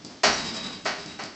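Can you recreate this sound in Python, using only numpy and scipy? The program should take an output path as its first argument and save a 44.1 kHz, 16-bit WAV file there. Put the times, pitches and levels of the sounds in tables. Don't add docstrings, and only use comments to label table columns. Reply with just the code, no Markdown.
import sys
import numpy as np
from scipy import signal
from scipy.fft import rfft, irfft
from scipy.io import wavfile

SR = 44100
rng = np.random.default_rng(int(sys.argv[2]) if len(sys.argv) > 2 else 0)


def store_pcm(level_fs):
    pcm = np.round(np.clip(level_fs, -1, 1) * 32767).astype(np.int16)
    wavfile.write(sys.argv[1], SR, np.atleast_2d(pcm).T)


N = 59535


def amp(db):
    return 10 ** (np.asarray(db) / 20)


def unit(x):
    return x / np.sqrt(np.sum(x ** 2) + 1e-20)


def read(points, hz):
    points_hz, value = np.transpose(points)
    return np.interp(np.log(hz + 1), np.log(points_hz + 1), value)


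def add(mix, start_s, sound):
    at = round(start_s * SR)
    part, sound = mix[max(at, 0):], sound[max(-at, 0):]
    part[:len(sound)] += sound[:len(part)]


def lowpass(x, hz):
    return signal.lfilter(*signal.butter(1, hz, fs=SR), x)


def click(spectrum, size=4096):
    log_gain = np.log(amp(read(spectrum, abs(np.fft.fftfreq(size, 1 / SR)))))
    min_phase = np.exp(np.conj(signal.hilbert(log_gain)))
    return unit(np.fft.ifft(min_phase).real[:size // 2])


def ring(modes):
    t = np.arange(SR) / SR
    return sum(amp(db) * unit(amp(-60 * t / t60_s) * np.cos(2 * np.pi * (hz * t + rng.random())))
               for hz, db, t60_s in modes)


def taps(echoes=(), first_s=0.00057):
    out = np.zeros(SR // 10)
    for delay_s, gain in [(first_s, 1), *echoes]:
        add(out, delay_s, np.array([gain], float))
    return out


def reverb_tail(size=256, slow_db=-12):
    # (frequency [Hz], t60 [s])
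    fast_t60 = [(60, 0.85), (200, 0.98), (600, 0.49), (2000, 0.47), (4500, 0.44), (8000, 0.16)]
    slow_t60 = [(60, 0.84), (200, 1), (600, 0.7), (2000, 1.17), (4500, 1.14), (8000, 1.15)]
    # (frequency [Hz], time constant [s])
    rise_times = [(60, 0.024), (220, 0.026), (500, 0.0037), (8000, 0.01)]
    noise = rng.standard_normal(N)
    for frame in (size * 4, size * 2):
        bins = signal.stft(noise, SR, nperseg=frame)[2]
        noise = signal.istft(bins / (abs(bins) + 1e-12), SR, nperseg=frame)[1][:N]
    hz, t, bins = signal.stft(noise, SR, nperseg=size)
    fast, slow = (amp(-60 * t / read(table, hz)[:, None]) for table in (fast_t60, slow_t60))
    rise = 1 - np.exp(-t / read(rise_times, hz)[:, None])
    decay = np.hypot(fast, amp(slow_db) * slow)
    return unit(signal.istft(bins * rise * decay, SR, nperseg=size)[1][:N])


def room(sound, early, wet_db):
    response = amp(wet_db) * reverb_tail()
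    add(response, 0, early)
    return signal.fftconvolve(sound, response)


def air(rms_db=-52):
    # (frequency [Hz], relative density [dB])
    spectrum = [(20, -22.5), (45, -12), (100, -16.5), (170, -11), (260, -15.5), (450, -7.5), (1000, -11),
                (2000, -11), (3300, -10.5), (4900, -10), (6200, -12.5), (8000, -25.5)]
    gain = amp(read(spectrum, np.fft.rfftfreq(N, 1 / SR)))
    noise = irfft(rfft(rng.standard_normal(N)) * gain, N)
    return amp(rms_db) * np.sqrt(N) * unit(noise)


def catches(direct_db=-12):
    # (time [s], level [dB])
    events = [(-.03, -20.5), (.098, -14.5), (.6715, -15)]
    # (frequency [Hz], level [dB])
    slap = [(60, -36.5), (300, 2.5), (800, 2), (1600, -5.5), (3000, -14), (4800, -5), (8000, -9)]
    out = np.zeros(N)
    for start_s, db in events:
        add(out, start_s, amp(db) * room(click(slap), amp(direct_db) * taps(), wet_db=0))
    return out


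def squeak(start_s=0.322, length_s=0.033, pitch_hz=5750, waver_hz=150, level_db=-3.5):
    out, t = np.zeros(N), np.arange(0, length_s, 1 / SR)
    waver = np.sqrt(N) * unit(lowpass(rng.standard_normal(N), waver_hz))[:len(t)]
    phase = 2 * np.pi * np.cumsum(pitch_hz + waver_hz * waver) / SR
    tone = unit(np.sin(phase) * np.sin(np.pi * t / length_s))
    add(out, start_s, amp(level_db) * room(tone, taps(), wet_db=-6))
    return out


def chatter(length_s, contacts_per_s=1500, rise_s=0.003, release_s=0.007, sag_db_per_s=71):
    t = np.arange(SR // 8) / SR
    gate = (1 - np.exp(-t / rise_s)) * np.exp(-np.maximum(t - length_s, 0) / release_s)
    hits = rng.random(len(t)) < contacts_per_s / SR
    return gate * amp(-sag_db_per_s * t) * hits * rng.choice([-1, 1], len(t))


def rattles(direct_db=-1):
    # (time [s], length [s], clack [dB], ring [dB], thud [dB])
    bursts = [(.3560, 0.057, -0.5, -1, -6.5), (.4450, .045, -0.5, -0.5, -3.5),
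              (0.5382, 0.04, 1, -1.5, -11.5), (0.6271, 0.046, -1.5, -2.5, -7),
              (0.714, 0.024, -7.5, -10, -14), (0.98, .05, -10, -10, -12.5), (1.075, .05, -8, -12.5, -13.5)]
    # (frequency [Hz], level [dB])
    clack = [(100, -6.5), (400, -9), (800, -1), (1500, -4.5), (2700, -4), (3500, -6), (5000, -5),
             (6200, -11), (8000, -6.5)]
    thud = [(30, -22.5), (60, -14), (100, -15), (160, -5), (220, -2.5), (320, -7.5), (600, -14),
            (2000, -48), (8000, -64)]
    # (frequency [Hz], energy [dB], t60 [s])
    modes = [(3138, -18, .12), (3822, -10, .08), (3862, -5, .04), (4705, -12, .12), (4880, -9, .015),
             (5020, -8, .02)]
    out = np.zeros(N)
    for start_s, length_s, clack_db, ring_db, thud_db in bursts:
        contacts = chatter(length_s)
        for spectrum, db in ((clack, clack_db), (thud, thud_db)):
            clicks = signal.fftconvolve(contacts, click(spectrum))
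            add(out, start_s, amp(db) * unit(room(clicks, amp(direct_db) * taps(), wet_db=0)))
        jingle = sum(amp(mode[1]) * unit(signal.fftconvolve(contacts, ring([mode]))) for mode in modes)
        add(out, start_s, amp(ring_db) * unit(room(jingle, taps(), wet_db=-4)))
    return out


def knocks(early_db=-16.5, early_cut_hz=580, bass_hz=350, ring_rise_s=0.003, boom_rise_s=0.033):
    # (time [s], level [dB], treble corner [Hz], bass [dB], lowest mode [dB], other modes [dB])
    blows = [(.2337, 14.5, 9170, 1.5, 5.5, 3), (0.8547, 7, 4120, -4, 8.5, 3),
             (1.1894, -0.5, 2890, -2, 9.5, 0.5)]
    # (frequency [Hz], level [dB])
    spectrum = [(25, -30.5), (45, -21.5), (100, -17.5), (220, -3.5), (330, -6), (480, -5.5), (680, 2.5),
                (900, -1.5), (1300, 0), (2100, -2.5), (2900, -3.5), (3650, -8.5), (4400, 0.5), (5200, -1.5),
                (6500, -5), (8000, -11)]
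    # (frequency [Hz], energy [dB], t60 [s])
    wood_modes = [(405, -20, .17), (632, -18, .3), (668, -11, .055), (730, -16, .22), (794, -21, .25),
                  (1022, -19, .3), (1302, -20, .25), (1480, -20, .25), (1537, -17, .35), (1863, -19, .4),
                  (1894, -15.5, .4), (2005, -17.5, .4), (2255, -17, .3), (2961, -20, .22), (3822, -25, .5),
                  (4703, -18, .35), (4858, -20, .2), (5561, -24, .3), (5750, -22, .35), (6749, -26, .25)]
    room_modes = [(43.7, -26.5, 1.1), (71.6, -29.5, 1.0), (163.1, -22, 1.5), (222.5, -11, 0.4)]
    # (delay [s], relative gain)
    echoes = [(.0037, .8), (.0066, 1.5), (.0079, -1.0), (.0096, 1.1), (.0131, -1.0), (.0160, .9),
              (.0288, .7), (.0362, .8), (.0435, .7)]
    out, t = np.zeros(N), np.arange(SR) / SR
    low_cut = signal.butter(2, early_cut_hz, "highpass", fs=SR)
    early = signal.lfilter(*low_cut, amp(early_db) * taps(echoes))
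    ring_rise = 1 - np.exp(-t / ring_rise_s)
    boom_rise = 1 - np.exp(-(t / boom_rise_s) ** 2)
    for start_s, db, corner_hz, bass_db, lowest_db, others_db in blows:
        crack = click(spectrum)
        crack += (amp(bass_db) - 1) * lowpass(crack, bass_hz)
        wood = amp(lowest_db) * ring(wood_modes[:1]) + amp(others_db) * ring(wood_modes[1:])
        knock = room(crack, early, wet_db=0)
        ringing = room(wood * ring_rise, taps(), wet_db=-10)
        add(out, start_s, amp(db) * lowpass(knock, corner_hz))
        add(out, start_s, amp(db) * lowpass(ringing, corner_hz))
        add(out, start_s, amp(db + bass_db) * ring(room_modes) * boom_rise)
    return out


def bounces(thump_hz=244, width_s=0.0016, skew=0.25, tick_echo_db=-4):
    # (time [s], thump [dB], tick [dB])
    impacts = [(-.15, -10.5, -20), (.0478, -14.5, -14.5), (.2370, -17, -11), (.4440, -13, -22),
               (.6475, -14, -24), (.8497, -16, -15.5), (1.0603, -15.5, -16.5), (1.2369, -16.5, -13)]
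    # (frequency [Hz], level [dB])
    tick = [(100, -13), (600, 3), (1500, -11), (3000, -9), (4000, -2.5), (4800, 7), (6000, -2.5),
            (8000, -5.5)]
    # (delay [s], gain)
    echoes = [(.0070, 0.62), (0.0168, 0.56), (0.0208, 0.63), (0.0261, 0.67)]
    out, t = np.zeros(N), np.arange(-SR // 100, SR // 100) / SR
    phase = 2 * np.pi * thump_hz * t
    thump = unit(np.exp(-0.5 * (t / width_s) ** 2) * (np.cos(phase) + skew * np.sin(phase)))
    scattered = [(delay_s, gain * amp(tick_echo_db)) for delay_s, gain in echoes]
    tick_paths = taps([(0.0006, -1.4), (0.0025, 1)] + scattered)
    for start_s, thump_db, tick_db in impacts:
        add(out, start_s + t[0], amp(thump_db) * room(thump, taps(echoes), wet_db=-1.5))
        add(out, start_s, amp(tick_db) * room(click(tick), tick_paths, wet_db=2))
    return out


def scene(side_air_db=-12.5):
    # (frequency [Hz], side level [dB])
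    width = [(60, -33.5), (600, -41), (2000, -30), (5000, -29), (7500, -18.5)]
    mid = bounces() + knocks() + rattles() + catches() + squeak() + air()
    side_gain = amp(read(width, np.fft.rfftfreq(N, 1 / SR)))
    side = irfft(1j * side_gain * rfft(mid), N) + amp(side_air_db) * air()
    return np.array([mid + side, mid - side])


def record(dry):
    low_cut_hz, edge_hz = 38, 8050
    thinned = signal.lfilter(*signal.butter(2, low_cut_hz, "highpass", fs=SR), dry)
    band_limit = signal.firwin(601, edge_hz, window=("kaiser", 8), fs=SR)
    return signal.oaconvolve(thinned, band_limit[None], "same")


dry = scene()
out = record(dry)
store_pcm(out)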